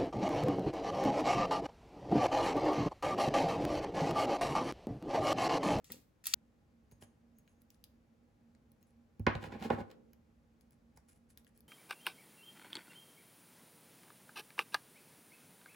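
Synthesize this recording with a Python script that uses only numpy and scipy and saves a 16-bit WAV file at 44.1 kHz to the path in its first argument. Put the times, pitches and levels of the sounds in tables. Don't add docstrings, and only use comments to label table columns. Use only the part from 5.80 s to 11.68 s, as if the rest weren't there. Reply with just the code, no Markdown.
import sys
import numpy as np
from scipy import signal
from scipy.fft import rfft, irfft, next_fast_len
from scipy.io import wavfile
from scipy.ndimage import uniform_filter1d

SR = 44100
rng = np.random.default_rng(int(sys.argv[2]) if len(sys.argv) > 2 else 0)


def generate_wav(signal):
    frames = np.transpose(np.atleast_2d(signal))
    scaled = np.clip(frames, -1, 1) * 32767
    pcm = np.round(scaled).astype(np.int16)
    wavfile.write(sys.argv[1], SR, pcm)


N = 259308
TIME = np.arange(N) / SR
SIZE = next_fast_len(N)
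HZ = np.maximum(np.arange(SIZE // 2 + 1) * SR / SIZE, 1)
SPLICE_S = .5425


def undb(db):
    return 10 ** (np.asarray(db) / 20)


def on_log(table):
    hz, value = np.transpose(table)
    return np.interp(np.log(HZ), np.log(np.maximum(hz, 1)), value)


def colour(x, gain):
    y = irfft(rfft(x, SIZE) * gain, SIZE)[..., :N]
    return y / np.sqrt(np.mean(y ** 2))


def band(x, lo_hz, hi_hz):
    sos = signal.butter(2, [lo_hz, hi_hz], "bandpass", fs=SR, output="sos")
    y = signal.sosfilt(sos, x)
    return y / np.abs(y).max()


def resonance(hz, width_hz):
    return 1 / (1 + (2 * (HZ - hz) / width_hz) ** 2)


def add(track, s, sound):
    i = int(s * SR)
    track[..., i:i + sound.shape[-1]] += sound[..., :N - i]


def grains(per_s, spread_db):
    slip = rng.random(N) < per_s / SR
    return slip * rng.standard_normal(N) * undb(spread_db * rng.standard_exponential(N))


def curve(tables):
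    gain = sum(undb(np.interp(TIME, *np.transpose(table), -200, -200)) for table in tables)
    return uniform_filter1d(gain, size=130)


def strokes(table, rise_db_s, fall_db_s, axis=2):
    out = np.zeros(N)
    t = np.arange(SR // 2) / SR - .1
    for row in table:
        rise_db = rise_db_s * np.minimum(t, 0)
        fall_db = fall_db_s * np.maximum(t - max(row[1], 0), 0)
        add(out, row[0] + t[0], undb(row[axis] + rise_db - fall_db))
    return out


# t/s, level/dB, 1.5-3 kHz share/dB, 9-16.5 kHz share/dB, t60/s; shares are relative to 3-9 kHz
JAW_SNAPS = [(0.044, -45, -23, 0, .012), (0.1024, -47.5, 0, -6, .012), (.1200, -36, -17, 11, .008),
             (0.4408, -41.5, -10.5, -5.5, .012), (0.4565, -31, -22.5, 0, .012),
             (0.4687, -26, -17.5, 9.5, .012), (0.4704, -33, -15, -0.5, .01),
             (0.5375, -13, -18.5, -19.5, .024), (0.5419, -17.5, -7, 3, .009)]
# t/s, level/dB
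HISS_AND_RING = [
    [(.043, -88), (.047, -65), (.1, -71), (.105, -64), (.125, -55.5), (.16, -66.5), (.25, -89.5)],
    [(.438, -78), (.442, -54.5), (.455, -59.5), (.46, -52), (.472, -41.5), (.49, -51), (.52, -54.5),
     (.535, -53), (.542, -44)],
]
# f/Hz, relative level/dB
HISS_AND_RING_SPECTRUM = [(500, -24), (1200, -11), (2500, -1.5), (5000, -1), (8000, 3), (11000, -3),
                          (14000, -7), (16500, -15.5)]


def stripper():
    noise = colour(grains(20000, 0.91), undb(on_log(HISS_AND_RING_SPECTRUM)))
    out = noise * curve(HISS_AND_RING)
    for s, *snap in JAW_SNAPS:
        add(out, s, click(*snap))
    return out


def click(db, dull_db, bright_db, t60):
    t = np.arange(2048) / SR
    burst = 0.41 * rng.standard_normal(2048) * undb(-60 * t / max(t60, .002))
    burst[0] = 1
    middle = band(burst, 3000, 9000)
    dull = undb(dull_db) * band(burst, 1500, 3200)
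    bright = undb(bright_db) * band(burst, 9000, 16500)
    return undb(db) * (middle + dull + bright)


# t/s, level/dB, 1.5-3 kHz share/dB, 9-16.5 kHz share/dB, left minus right/dB
SHARP_TICKS = [(1.114, -56.5, -6, 6, 1), (1.2245, -45.5, -2, -15, 1), (1.586, -62, -5.5, 11.5, 1),
               (1.677, -61.5, 2, -1.5, 0), (1.819, -58.5, -15.5, 8.5, 0), (1.904, -48, -26, 2.5, 1),
               (1.945, -60, -19.5, -10, 6.5), (2.0405, -41.5, -24, 3, 3.5), (2.75, -60.5, -3.5, -23.5, 4),
               (2.9183, -62, -13, 8.5, 3), (3.028, -58, -24.5, 7.5, 3), (3.396, -50.5, -7, 5.5, 1),
               (3.4667, -44, 24.5, 1, 0), (3.5526, -43.5, 8.5, -14, 1), (3.64, -46.5, 4, -10, 5),
               (3.724, -52, 7.5, -8, -1), (3.794, -63, 5, -2, 6), (3.9036, -44.5, 14.5, -30, 0),
               (4.113, -52.5, -11.5, -1, 4), (4.333, -51, -6, 1, -1.5), (4.81, -60.5, -12.5, 3, 6),
               (4.908, -61.5, -10, 7.5, 3.5), (5.1737, -48, -9.5, -4, -0.5),
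               (5.502, -56.5, -19.5, -10.5, 3), (5.5745, -42, -12.5, 4, 3.5), (5.647, -60, -14.5, 7, 0),
               (5.668, -67.5, 7.5, -11, 13), (5.776, -56.5, -18, 6, 3), (5.806, -58, -11, 9, 5)]
TICK_T60_S = 0.0066
# t/s at full level, hold/s, level/dB
WIRE_RUBS = [(1.118, 0.0044, -71.5), (1.215, 0.019, -61.5), (1.59, 0.0037, -78), (1.68, 0.048, -85.5),
             (1.81, .004, -77.5), (1.91, 0.035, -80.5), (2.044, .003, -74), (3.012, .006, -78.5),
             (3.07, .03, -82), (4.81, 0.0037, -75.5), (4.92, 0.0038, -73), (5.165, 0.01, -69),
             (5.285, 0.037, -68), (5.35, 0.024, -78.5), (5.495, .02, -71), (5.58, 0.0042, -65.5),
             (5.67, 0.0053, -71), (5.75, 0.043, -77.5)]
RUB_RISE_DB_S, RUB_FALL_DB_S = 2500, 804
# f/Hz, relative level/dB
RUB_SPECTRUM = [(500, -30), (1200, -2.5), (2300, -3.5), (4000, -10.5), (6600, -5), (8500, 1), (10300, 5.5),
                (12500, -9), (16500, -18)]
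# t/s at full level, hold/s, level/dB
STRAND_SINGS = [(1.115, .01, -75.5), (1.23, .05, -86), (1.565, .03, -83.5), (1.678, 0.031, -84.5),
                (1.76, 0.056, -98), (3.03, .004, -83)]
SING_HZ, SING_WIDTH_HZ = 6570, 140
SING_RISE_DB_S, SING_FALL_DB_S = 1500, 400


def strands_and_ticks():
    slips = grains(4000, 3.0)
    sing = colour(rng.standard_normal(N), resonance(SING_HZ, SING_WIDTH_HZ))
    sing = sing * strokes(STRAND_SINGS, SING_RISE_DB_S, SING_FALL_DB_S)
    rub = colour(slips, undb(on_log(RUB_SPECTRUM))) * strokes(WIRE_RUBS, RUB_RISE_DB_S, RUB_FALL_DB_S)
    out = np.tile(rub + sing, (2, 1))
    for s, *tick, pan_db in SHARP_TICKS:
        pan = undb([[pan_db / 2], [-pan_db / 2]])
        add(out, s, click(*tick, TICK_T60_S) * pan)
    return out


# t/s, level/dB, contact/ms, boom share/dB, hollow share/dB
WOOD_BLOWS = [(0.097, -49, 1.3, -13.5, -6), (.107, -47, 3, -13.5, 4), (0.137, -50, 1.7, -13.5, 6),
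              (.161, -52.5, 2.8, -12.5, 6.5), (.185, -59, 5.3, -8.5, 1.5), (0.213, -65, 4, -1, 5.5),
              (1.118, -54, 4, -11, -10.5), (1.22, -49, 1.6, -14.5, -11), (3.395, -30, 3.9, 5.5, 4.5),
              (3.4672, -15, 0.36, -5.5, -2.5), (3.551, -30.5, 0.84, 6, -7), (3.639, -35.5, 0.2, 2, -3),
              (3.669, -42.5, 3.3, 11.5, 15), (3.721, -38, 0.11, 4.5, 2.5), (3.735, -41.5, 1.9, -1.5, 35),
              (3.754, -39.5, 2.4, -14, -7), (3.812, -44.5, 2.9, -28, 26), (3.855, -34, 1.3, 0, 15.5),
              (3.902, -18, 0.88, -13.5, -5.5), (3.927, -29.5, 3, -9.5, 2.5), (3.983, -40.5, 1.4, -8, 3),
              (3.999, -47, 0.7, 12.5, 4.5), (4.009, -43.5, 2.6, 7.5, 4.5), (5.171, -57.5, 0.62, -10, -9.5)]


def knocks():
    out = np.zeros(N)
    for s, db, contact_ms, *shares_db in WOOD_BLOWS:
        decay_s = max(contact_ms, .05) / 4000
        push = np.exp(-np.arange(600) / SR / decay_s)
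        ring = signal.fftconvolve(bench_ring(*shares_db), np.convolve(push, push))
        add(out, s, undb(db) * ring / np.abs(ring).max())
    return out


# f/Hz, relative level/dB, t60/s before the loss limit
BENCH_MODES = [(66, -6, 0.12), (102.14, -6.5, 0.24), (148, -2, 0.086), (230, -1.5, 0.1), (298, -7.5, 0.14),
               (352.3, -3, 0.05), (438, 2, 0.045), (518, -1, 0.079), (583, -13, 0.08), (687, -13.5, 0.13),
               (792, -4.5, 0.064), (886, -6, 0.062), (984, -3.5, 0.056), (1115, -3, 0.016),
               (1267, -8.5, 0.071), (1467, -2.5, .045), (1620, -5, 0.023), (1770, -8, 0.084),
               (2117, -8.5, 0.078), (2220, -11, 0.049), (2510, -8, 0.079), (2755, -11, .05),
               (3008, -27.5, .04), (3680, -16, 0.12)]
BOOM_HZ, HOLLOW_HZ = 190, 550
WOOD_LOSS = 110


def bench_ring(boom_db, hollow_db):
    hz, db, t60 = np.transpose(BENCH_MODES)[:, :, None]
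    level_chance, pitch_chance = rng.standard_normal((2, len(BENCH_MODES), 1))
    t = np.arange(SR // 3) / SR
    share_db = np.where(hz < BOOM_HZ, boom_db, hollow_db * (hz < HOLLOW_HZ))
    decay_db = 60 * t / np.clip(t60, .01, WOOD_LOSS / hz)
    gain = undb(db + 2 * level_chance + share_db - decay_db)
    sign = (-1) ** np.arange(len(BENCH_MODES))[:, None]
    sines = np.sin(2 * np.pi * hz * (1 + 0.0071 * pitch_chance) * t)
    ring = np.sum(sign * gain * sines, axis=0)
    return ring / np.abs(ring).max() + rattle(size=len(t))


CRACK_DB, CRACK_T60_S = -14.5, 0.0088
RATTLE_DB, RATTLE_HZ, RATTLE_T60_S = -6.5, 2794, 0.2


def rattle(size):
    t, noise = np.arange(size) / SR, rng.standard_normal((2, size))
    crack = band(noise[0] * undb(-60 * t / CRACK_T60_S), 400, 20000)
    buzz = band(noise[1] * undb(-60 * t / RATTLE_T60_S), 630, RATTLE_HZ)
    return undb(CRACK_DB) * crack + undb(RATTLE_DB) * buzz


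# t/s at full level, hold/s, wood level/dB, grit level/dB
PLIER_DRAGS = [(3.56, 0.0043, -62, -64.5), (3.628, 0.035, -53.5, -57), (3.715, 0.0071, -52, -68.5),
               (3.748, 0.0062, -45, -66), (3.825, 0.036, -42, -51.5), (3.92, 0.018, -39, -57),
               (3.99, 0.016, -43, -60), (4.11, 0.0066, -77.5, -67)]
DRAG_RISE_DB_S, DRAG_FALL_DB_S = 552.5, 605.5
# f/Hz, relative level/dB
GRIT_SPECTRUM = [(500, 4.5), (1000, 3.5), (2500, 3), (4000, -2.5), (6000, -10), (8000, -8.5), (11000, -12),
                 (16500, -15.5)]


def drag():
    damped = bench_ring(-1, 0) * undb(-60 * np.arange(SR // 3) / SR / 0.19)
    slips = grains(900, 1.5)
    wood = colour(signal.fftconvolve(slips, damped)[:N], 1 / (1 + (HZ / 900) ** 2))
    grit = colour(grains(13000, 3.1), undb(on_log(GRIT_SPECTRUM)))
    wood = wood * strokes(PLIER_DRAGS, DRAG_RISE_DB_S, DRAG_FALL_DB_S, axis=2)
    return wood + grit * strokes(PLIER_DRAGS, DRAG_RISE_DB_S, DRAG_FALL_DB_S, axis=3)


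# f/Hz, t60/s, relative level/dB
ROOM_TAIL = [(113, .3, -25.5), (300, 0.95, -26.5), (1050, 0.43, -18.5), (2950, 0.32, -17),
             (9100, 0.39, -25)]
EARLY_DB, EARLY_T60_S = 10.5, 0.042


def room(x):
    t = np.arange(SR // 2) / SR
    tail = 0
    for hz, t60, db in ROOM_TAIL:
        sos = signal.butter(2, [hz / 1.9, min(hz * 1.9, 20000)], "bandpass", fs=SR, output="sos")
        noise = signal.sosfilt(sos, rng.standard_normal((2, len(t))))
        onset = np.minimum(t / .0015, 1)
        tail = tail + undb(db - 60 * t / t60) * noise * onset
    early = 1 + undb(EARLY_DB - 60 * t / EARLY_T60_S)
    return signal.fftconvolve(x[None], tail * undb(-20.5) * early, axes=1)[:, :N]


# f/Hz, relative level/dB
RUMBLE_SPECTRUM = [(15, -10), (30, -4.5), (48, -1), (65, -4), (110, -6.5), (170, -7.5), (230, -10),
                   (310, -11.5), (400, -21), (500, -14.5), (650, -21), (850, -25.5), (1300, -27.5),
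                   (2500, -34.5), (5000, -51.5)]
RUMBLE_DB = -69
# f/Hz, coherence/0-1
RUMBLE_COHERENCE = [(60, 1), (130, 0.83), (290, 0.6), (640, 0.3), (1410, 0.05), (3100, 0.15), (6820, 0.04),
                    (15000, 1)]
# f/Hz, width/Hz, level/dB midway between the ports
HUM_BANDS = [(66.6, 47, -75), (232.4, 15, -71.5), (437.2, 34, -89.5), (815, 34, -91.5)]
# f/Hz, relative level/dB
HISS_SPECTRUM = [(300, -4.5), (1000, -3.5), (3000, -7.5), (6500, -9.5), (9000, -13.5), (11000, -14.5),
                 (13300, -16.5), (16500, -24)]
HISS_DB = -86.5
HISS_SHARED_DB = 0.5


def room_tone():
    like = np.clip(on_log(RUMBLE_COHERENCE), 0, .98)
    mid = rfft(rng.standard_normal(N), SIZE) * np.sqrt(1 + like)
    side = rfft(rng.standard_normal(N), SIZE) * np.sqrt(1 - like)
    rumble = irfft(np.array([mid + side, mid - side]), SIZE)
    rumble = undb(RUMBLE_DB) * colour(rumble, undb(on_log(RUMBLE_SPECTRUM)))
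    hum = np.zeros(N)
    for hz, width_hz, db in HUM_BANDS:
        hum += undb(db) * colour(rng.standard_normal(N), resonance(hz, width_hz))
    hum = hum * undb([[-1.5], [1.5]]) * (TIME > SPLICE_S)
    shared = undb(HISS_SHARED_DB) * ports(rng.standard_normal(N), BENCH_PHASE_LEAD, BENCH_TILT)
    own = rng.standard_normal((2, N))
    hiss = undb(HISS_DB) * colour(shared + own, undb(on_log(HISS_SPECTRUM)))
    return rumble + hum + hiss


# f/Hz, left lead/rad
STRIPPER_PHASE_LEAD = [(0, 0), (780, 0.3), (1120, -0.5), (3530, -0.3), (3880, -0.6), (4390, -0.2),
                       (5600, -2.0), (6460, -4.9), (6980, -6.4), (10100, -11.0), (11900, -13.9),
                       (14300, -17.1), (15900, -19.9), (16700, -18.8)]
BENCH_PHASE_LEAD = [(0, 0), (950, .3), (1550, -6.2), (7060, -6.3), (9560, -10.2), (13700, -16.3),
                    (16700, -19.5)]
# f/Hz, left minus right/dB
STRIPPER_TILT = [(60, 2), (110, -1), (200, 0), (380, 5.5), (700, -2), (1290, -1), (2380, 3.5), (4400, 1.5),
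                 (8120, 2.5), (15000, 0.5)]
BENCH_TILT = [(60, 2), (110, -2), (200, -2), (380, -4.5), (700, -7), (1290, -1.5), (2380, -0.5),
              (4400, 8.5), (8120, 0.5), (15000, -0.5)]


def ports(x, phase, balance):
    lead = np.exp(.5j * np.interp(HZ, *np.transpose(phase))) * undb(on_log(balance) / 2)
    return irfft(rfft(x, SIZE) * np.array([lead, 1 / lead]), SIZE)[:, :N]


def scene():
    early = TIME < SPLICE_S
    blows = knocks()
    first = stripper() + blows * early
    first = ports(first, STRIPPER_PHASE_LEAD, STRIPPER_TILT) + room(first)
    wood = blows * ~early + drag()
    sharp = strands_and_ticks()
    left = ports(wood + sharp[0], BENCH_PHASE_LEAD, BENCH_TILT)[0]
    right = ports(wood + sharp[1], BENCH_PHASE_LEAD, BENCH_TILT)[1]
    second = np.array([left, right]) + room(wood + sharp.mean(axis=0))
    cut = uniform_filter1d(1. * early, size=20)
    return first * cut + second + room_tone()


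LOW_CUT_HZ, TOP_HZ = 56, 16600


def record(dry):
    thin = signal.sosfilt(signal.butter(3, LOW_CUT_HZ, "highpass", fs=SR, output="sos"), dry)
    return signal.sosfilt(signal.ellip(10, .2, 80, TOP_HZ, fs=SR, output="sos"), thin)


dry = scene()
out = record(dry)
generate_wav(out)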